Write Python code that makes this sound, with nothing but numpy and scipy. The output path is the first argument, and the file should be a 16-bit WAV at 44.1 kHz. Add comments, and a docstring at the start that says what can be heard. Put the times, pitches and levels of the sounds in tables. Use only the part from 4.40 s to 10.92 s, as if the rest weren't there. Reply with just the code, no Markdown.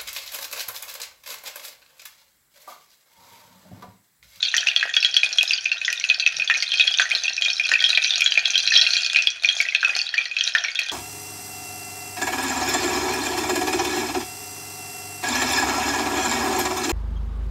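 """Mustard and cumin seeds fry in hot oil in an aluminium pot on a gas ring, heard from just above the rim.
At first short pitched pops of bursting steam bubbles come thick and fast over a fizz of tiny ones.
They thin out after a second, crowd in again past the middle as the fizz peaks, then thin out to the end.
Now and then a husk snaps: a single click. Echoes and decaying tones ring the pot and a small hard kitchen.
Shaped noise makes the steady burner murmur underneath and two soft bumps of the hand."""
import sys
import numpy as np
from scipy import signal
from scipy.fft import rfft, irfft
from scipy.io import wavfile

SR = 44100
rng = np.random.default_rng(int(sys.argv[2]) if len(sys.argv) > 2 else 0)


def bounce(signal):
    """Save signal as a 16-bit WAV file at the path given by the first command-line argument."""
    frames = np.transpose(np.atleast_2d(signal))
    limited = np.clip(frames, -1, 1)
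    pcm = np.round(limited * 32767).astype(np.int16)
    wavfile.write(sys.argv[1], SR, pcm)


N = 287443  # length in samples

# The loudest steam bubbles bursting. Each row: start in seconds, pitch in Hz, strength in dB.
LOUD_POPS = [(0.028, 3560, -7), (0.141, 1840, -7), (0.166, 5980, -5), (0.18, 3230, -7), (0.27, 2620, -5),
             (0.285, 2790, -5), (0.362, 3370, -3), (0.428, 1750, -7), (0.566, 3450, -1), (0.628, 2640, -9),
             (0.647, 3210, -2), (0.742, 4460, -7), (0.766, 3300, -2), (0.832, 2470, -4), (0.984, 3260, -4),
             (1.009, 2580, -6), (1.108, 2600, -5), (1.134, 4800, -7), (1.258, 2570, -9), (1.316, 2650, -7),
             (1.448, 3350, -12), (1.48, 1960, -9), (1.527, 2530, -13), (1.64, 2650, -9), (1.699, 2540, -2),
             (1.798, 4200, -7), (1.863, 2560, -2), (1.998, 2550, -11), (2.02, 2570, -11), (2.099, 1760, -4),
             (2.224, 4610, -8), (2.318, 3320, -9), (2.397, 2570, -4), (2.411, 3310, -9), (2.476, 3300, -5),
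             (2.54, 3130, -9), (2.586, 3530, -8), (2.597, 1640, -3), (2.715, 2420, -8), (2.75, 4040, -7),
             (2.88, 2630, -8), (3.021, 3200, -7), (3.059, 2490, -9), (3.197, 2370, -7), (3.316, 1800, -5),
             (3.337, 2580, -5), (3.44, 3200, -3), (3.503, 3950, -4), (3.574, 2480, -2), (3.645, 4020, -4),
             (3.706, 3590, -7), (3.757, 4490, -7), (3.819, 2430, -5), (3.861, 3270, -3), (3.921, 3100, -7),
             (3.975, 2420, -2), (4.056, 3320, -4), (4.105, 5950, -8), (4.155, 3250, -4), (4.178, 3990, -4),
             (4.275, 4060, -5), (4.32, 1820, -8), (4.339, 4030, -5), (4.354, 3730, -6), (4.365, 3300, -4),
             (4.413, 4110, -3), (4.42, 3990, -6), (4.506, 4220, -7), (4.535, 4030, -5), (4.567, 4140, -5),
             (4.663, 4400, -7), (4.76, 2440, -3), (4.787, 2590, -6), (4.871, 3390, -3), (5.046, 2410, -3),
             (5.088, 3250, -5), (5.202, 2250, -5), (5.349, 2570, -3), (5.429, 1590, -9), (5.447, 2550, -7),
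             (5.59, 4700, -11), (5.615, 4560, -10), (5.74, 1800, -10), (5.779, 2450, -6),
             (5.966, 2580, -10), (6.009, 3100, -7), (6.076, 4090, -6), (6.15, 1750, -3), (6.247, 2420, -11),
             (6.39, 2540, -5)]
# Colour of a burst as it leaves the pot. Each row: frequency in Hz, relative level in dB.
BURST_COLOUR = [(60, -50), (300, -28), (500, -34), (680, -1), (980, -34.5), (1550, 4), (2100, -2.5),
                (2500, 9.5), (3300, 3.5), (5000, -10.5), (6200, -8), (8000, -25.5), (11000, -28.5),
                (16000, -39.5)]
# Pitches that the pot favours in a pop, in Hz.
FAVOURED_HZ = [2508, 3412, 4153, 4420, 5694]


def undb(db):
    """Turn decibels into gain."""
    return 10 ** (np.asarray(db) / 20)


def unit(x):
    """Scale to an rms (average strength) of 1."""
    return x / np.sqrt(np.mean(x ** 2))


def add(track, s, sound):
    """Mix a sound into a track at a time in seconds."""
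    i = int(np.clip(s * SR, 0, N - 1))
    track[i:i + len(sound)] += sound[:N - i]


def convolve(x, impulse):
    """Pass a sound through an impulse response."""
    return signal.fftconvolve(x, impulse)[:N]


def response(points, size=2048):
    """Make an impulse response that starts at once and has the colour given by (Hz, dB) points."""
    hz, db = np.transpose(points)
    bins = np.maximum(np.fft.rfftfreq(size, 1 / SR), 1)
    gain = undb(np.interp(np.log(bins), np.log(hz), db))
    # folding the cepstrum packs the energy as early as possible
    cepstrum = irfft(np.log(gain))
    cepstrum[1:size // 2] *= 2
    cepstrum[size // 2 + 1:] = 0
    return irfft(np.exp(rfft(cepstrum)))


def high_pass(x, hz):
    """Take away the bass below a frequency."""
    return signal.sosfilt(signal.butter(2, hz, "high", fs=SR, output="sos"), x)


def leak(x, settle_s):
    """Let every kick die away exponentially."""
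    return signal.lfilter([1], [1, -np.exp(-1 / (settle_s * SR))], x)


def diffuse(x, t60_s, first_s, count=24):
    """A dense tail of echoes, whose pattern changes slice by slice as the hand-held microphone drifts."""
    t = np.arange(SR // 2) / SR
    hop = N // count + 1
    out = np.zeros(N)
    for start in range(0, N, hop):
        tail = rng.standard_normal(len(t)) * undb(-60 * t / t60_s) * (t > first_s)
        echoes = signal.fftconvolve(x[start:start + hop], tail / np.linalg.norm(tail))
        add(out, start / SR, echoes)
    return out


def burner():
    """The gas flame's low steady murmur: noise of a fixed colour."""
    # Each row: frequency in Hz, relative level in dB per Hz.
    flame_colour = [(20, -14.5), (38, -3), (50, 3), (65, -14), (105, -2), (220, -14), (380, -5.5),
                    (700, -11), (2000, 5.5), (8000, -26), (16000, -49)]
    murmur = convolve(rng.standard_normal(N), response(flame_colour, size=8192))
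    return undb(-52.5) * unit(murmur)


def handling(width_s=0.055, low_hz=90, high_hz=220):
    """Low noise swells dully as the grip of the hand holding the microphone shifts."""
    # Each row: middle of the bump in seconds, level in dB.
    bumps = [(2.0, -59.5), (4.3, -59)]
    t = np.arange(N) / SR
    band = signal.butter(2, [low_hz, high_hz], "band", fs=SR, output="sos")
    rumble = signal.sosfilt(band, rng.standard_normal(N))
    swells = sum(undb(db) * np.exp(-((t - s) / width_s) ** 2) for s, db in bumps)
    return unit(rumble) * swells


def bubble(hz, length_s, rise, glide, shape):
    """A steam cavity rings up, drifts in pitch and dies away, with the energy of a unit sine length_s long."""
    age = np.arange(int(4 * length_s * SR) + 8) / (length_s * SR)  # in lengths
    ring_up = 1 - np.exp(-(age / rise) ** 2)
    die_away = np.exp(-(age / 1.3) ** shape)
    fade_out = np.minimum(abs(4 - age), 1)
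    envelope = ring_up * die_away * fade_out
    envelope *= np.sqrt(length_s * SR / np.sum(envelope ** 2))
    pitch_hz = hz * (1 + glide * np.tanh(age - .5))
    return envelope * np.sin(2 * np.pi * np.cumsum(pitch_hz) / SR)


def small_bubbles(per_s=160, spread_db=5, low_hz=2600, high_hz=7200, cycles=3):
    """A swarm of small pitched bubbles of all sizes, bursting at random."""
    track = np.zeros(N)
    for when, width, strength, damping in rng.random((int(per_s * N / SR), 4)):
        hz = low_hz * (high_hz / low_hz) ** width
        gain = undb(-spread_db * np.log(strength + 0.025))
        length_s = cycles * np.exp(2 * damping - 1) / hz
        add(track, when * N / SR, gain * bubble(hz, length_s, rise=0.15, glide=0, shape=0.35))
    return unit(track)


def spits(per_s=300, spread_db=14.0, decay_s=0.0013):
    """Droplets of moisture flash to steam, each a tiny unpitched crack of noise."""
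    when, strength = rng.random((int(per_s * N / SR), 2)).T
    gains = undb(-spread_db * np.log(strength + 0.02))
    kicks = np.bincount((when * N).astype(int), gains, N)
    return unit(leak(kicks, decay_s) * rng.standard_normal(N))


def stirred(settle_s, db_per_octave, big_hz=2000):
    """How far the loud pops stir the oil: each kicks it by its strength and size, then it settles."""
    s, hz, db = np.transpose(LOUD_POPS)
    power = undb(db + db_per_octave * np.log2(hz / big_hz)) ** 2
    kicks = np.bincount((s * SR).astype(int), power, N)
    return np.sqrt(leak(kicks, settle_s))


def fizz_db(s):
    """How hard the oil fizzes at a time, before the flares after loud pops."""
    # Each row: time in seconds, relative level in dB.
    fizz_levels = [(0.0, -26), (0.4, -33), (1.1, -30), (1.37, -40), (1.45, -32), (2.15, -33), (2.2, -28),
                   (2.87, -29), (2.95, -37), (3.02, -28), (3.87, -26), (3.95, -33), (4.42, -19), (4.9, -33),
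                   (4.92, -40), (5.15, -26), (5.37, -40), (5.6, -26), (5.72, -42), (5.8, -32), (5.87, -40),
                   (6.07, -28), (6.17, -35), (6.52, -35)]
    return np.interp(s, *np.transpose(fizz_levels))


def fizz(bubbles_db=1.5, spits_db=-3, hiss_db=-6, calm_db=-1.0, stir_db=1):
    """Bubbles, spits and finer hiss surge as the seeds give up their water, and flare after loud pops."""
    # Each row: frequency in Hz, relative level in dB.
    fizz_colour = [(150, -26), (450, -34.5), (680, -4), (1000, -23), (1550, 1.5), (2150, -12), (2480, 10.5),
                   (2900, -11), (3280, 1), (5100, -4), (6400, -2.5), (7900, -21), (9300, -13), (12500, -35),
                   (15300, -33)]
    swarm = undb(bubbles_db) * small_bubbles()
    swarm += undb(spits_db) * spits()
    swarm += undb(hiss_db) * spits(per_s=2000, spread_db=10.0, decay_s=0.0012)
    stirring = stirred(settle_s=0.013, db_per_octave=-19.0)
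    flare = np.hypot(undb(calm_db), undb(stir_db) * stirring)
    surge = undb(fizz_db(np.arange(N) / SR))
    return convolve(swarm, response(fizz_colour)) * surge * flare


def gurgle(gain_db=-38):
    """The oil burbles low for a moment after a loud pop, most of all where a big bubble has burst."""
    # Each row: frequency in Hz, relative level in dB.
    gurgle_colour = [(100, -34), (250, -19.5), (380, -14), (690, 1), (1000, -11.5), (1600, -3),
                     (2400, -4.5), (5000, -34.5)]
    burps = spits(per_s=120, spread_db=6.5, decay_s=.0012)
    burble = unit(convolve(burps, response(gurgle_colour)))
    return undb(gain_db) * burble * stirred(settle_s=0.066, db_per_octave=-17)


def snaps():
    """Dry husks split, each with a single sharp click."""
    # Each row: start in seconds, peak in dB before the pot and kitchen.
    snap_times = [(0.1731, -8.5), (0.6302, -18), (0.649, -31), (1.0306, -5.5), (1.5286, -9), (3.8093, -9),
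                  (4.182, -14), (5.214, -13), (6.395, -11.5)]
    # Each row: frequency in Hz, relative level in dB.
    snap_colour = [(200, -39), (1200, -23), (3000, 4.5), (6000, 4.5), (8000, -7), (11000, -6), (16000, -16)]
    track, click = np.zeros(N), response(snap_colour)
    for s, db in snap_times:
        add(track, s, undb(db) * click / abs(click).max())
    return track


def lesser_pops(count=80, base_db=-13, usual_fizz_db=-31, follow=0.4, spread_db=2, detune=0.025):
    """Smaller bubbles burst at random, harder while the oil fizzes hard; rows like LOUD_POPS."""
    rows = []
    for k, (when, which, tuning, strength) in enumerate(rng.random((count, 4))):
        s = (k + when) / count * N / SR
        hz = FAVOURED_HZ[int(which * len(FAVOURED_HZ))] * (1 + detune * (2 * tuning - 1))
        surge_db = follow * (fizz_db(s) - usual_fizz_db)
        rows.append((s, hz, base_db + surge_db + spread_db * (2 * strength - 1)))
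    return rows


def daughter_pops(within_s=0.14, below_db=-12, smaller=1.12, detune=0.22, count=3, big_below_hz=2300):
    """A big low bubble breaks into a few, mostly smaller, that burst soon after; rows like LOUD_POPS."""
    rows = []
    for s, hz, db in LOUD_POPS:
        if hz < big_below_hz:
            for k, (when, tuning) in enumerate(rng.random((count, 2))):
                later_s = s + within_s * (k + when) / count
                daughter_hz = hz * smaller * (1 + detune * (2 * tuning - 1))
                rows.append((later_s, daughter_hz, db + below_db))
    return rows


def splutter(bursts, after_s=0.038, below_db=-15, big_hz=2000, db_per_octave=-9, fade_db_per_s=-45,
             tear_s=0.0042, scatter_db=10, count=7):
    """After a pop the shaken oil film tears again and again; big low bubbles leave the most spray."""
    track = np.zeros(N)
    t = np.arange(SR // 100) / SR
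    for s, hz, db in bursts:
        spray_db = db + below_db + db_per_octave * np.log2(hz / big_hz)
        # each tear is coloured by the size of its parent bubble
        band = signal.butter(1, [hz / 3, hz * 1.2], "band", fs=SR)
        for wait, strength in rng.random((count, 2)):
            delay_s = .005 - after_s * np.log(wait + 1e-9)
            gain = undb(spray_db + fade_db_per_s * delay_s + scatter_db * (strength - 1.5))
            tear = signal.lfilter(*band, rng.standard_normal(len(t)))
            add(track, s + delay_s, gain * unit(tear) * np.exp(-t / tear_s))
    return convolve(track, response(BURST_COLOUR))


def side_rings(bursts, below_db=-9, db_per_octave=-10, scatter_db=3, detune=0.066):
    """A pop also sets the pot's other favoured pitches ringing for a moment, the nearest ones most."""
    track = np.zeros(N)
    for s, hz, db in bursts:
        for ring_hz in FAVOURED_HZ:
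            strength, tuning, push = 2 * rng.random(3) - 1
            octaves = abs(np.log2(ring_hz / hz))
            if octaves > .12:  # leave out the pop's own pitch
                ring = bubble(ring_hz * (1 + detune * tuning), length_s=.0013, rise=.35, glide=0, shape=1)
                gain = undb(db + below_db + db_per_octave * octaves + scatter_db * strength)
                add(track, s, np.sign(push) * gain * ring)
    return track


def pops(bursts, tone_db=-2.0, splash_db=-10, big_hz=2500, db_per_octave=-1, rise=0.29, splash_s=0.005,
         glide_spread=0.032, low_cut_hz=700, length_spread=0.39):
    """Bubbles ring at a pitch, with a brief splash as the oil film tears, fuller for big ones."""
    # How long a bubble usually rings. Each row: pitch in Hz, length in seconds.
    ring_lengths = [(1750, 0.0023), (2500, 0.0029), (3300, 0.0029), (4000, 0.0014), (6000, 0.00087)]
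    tones, splashes = np.zeros(N), np.zeros(N)
    t = np.arange(SR // 50) / SR
    for s, hz, db in bursts:
        glide, sudden = glide_spread * rng.standard_normal(), .5 + rng.random()
        usual_s = np.interp(hz, *np.transpose(ring_lengths))
        length_s = usual_s * np.exp(length_spread * (2 * rng.random() - 1))
        tone = bubble(hz, length_s, rise * sudden, glide, shape=1.15)
        add(tones, s, undb(db + tone_db) * tone)
        splash = high_pass(np.exp(-t / splash_s) * rng.standard_normal(len(t)), hz / 4)
        size_db = db_per_octave * np.log2(hz / big_hz)
        add(splashes, s, undb(db + splash_db + size_db) * splash)
    # so small a source radiates almost no bass
    return high_pass(tones, low_cut_hz) + convolve(splashes, response(BURST_COLOUR))


def pot(x, metal_db=-58.5, air_db=-7.0, air_t60_s=0.12, first_s=0.0026):
    """The air in the pot reverberates in a few bands while the aluminium rings thinly."""
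    # Ringing of the metal. Each row: frequency in Hz, relative level in dB, time to fall 60 dB in seconds.
    metal_modes = [(691.6, -8.5, 0.16), (789.5, 1.5, 0.38), (1364, -4.5, 0.6), (1425, 2, 0.25),
                   (1580, 5, 0.14), (1873, 1, 0.23), (2439, -6.5, 0.34), (3253, -6, 0.1), (3950, -21, 0.11),
                   (4470, -20, 0.22), (5460, -5, 0.15)]
    # Crowded resonances of the air. Each row: frequency in Hz, width in Hz, relative level in dB.
    air_bands = [(666, 72, -11), (1484, 180, 7), (1882, 115, 9.5), (2485, 340, 2.5), (3270, 79, 6),
                 (4280, 1200, -3), (5900, 4200, 0.5)]
    t = np.arange(SR // 2) / SR
    metal = sum(undb(metal_db + db - 60 * t / t60) * np.cos(2 * np.pi * hz * t)
                for hz, db, t60 in metal_modes)
    bounces = diffuse(x, air_t60_s, first_s)
    air = sum(undb(air_db + db) * signal.lfilter(*signal.iirpeak(hz, hz / width, fs=SR), bounces)
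              for hz, width, db in air_bands)
    return x + convolve(x, metal) + air


def kitchen(x, wet_db=-17, t60_s=0.6, first_s=.006):
    """Tiles and stone return a short diffuse tail."""
    return x + undb(wet_db) * diffuse(x, t60_s, first_s)


def scene():
    """Everything that fries sounds through the pot and the kitchen; burner and bumps are added plain."""
    bursts = list(LOUD_POPS) + lesser_pops() + daughter_pops()
    frying = pops(bursts) + side_rings(bursts) + splutter(bursts) + fizz() + gurgle() + snaps()
    return (kitchen(pot(frying)) + burner() + handling())[None]


def record(dry, top_hz=15500):
    """The microphone rounds only the very tallest peaks and cuts the top."""
    rounded = dry / (1 + dry ** 8) ** (1 / 8)
    return signal.sosfilt(signal.ellip(8, .2, 70, top_hz, fs=SR, output="sos"), rounded)


dry = scene()
out = record(dry)
bounce(out)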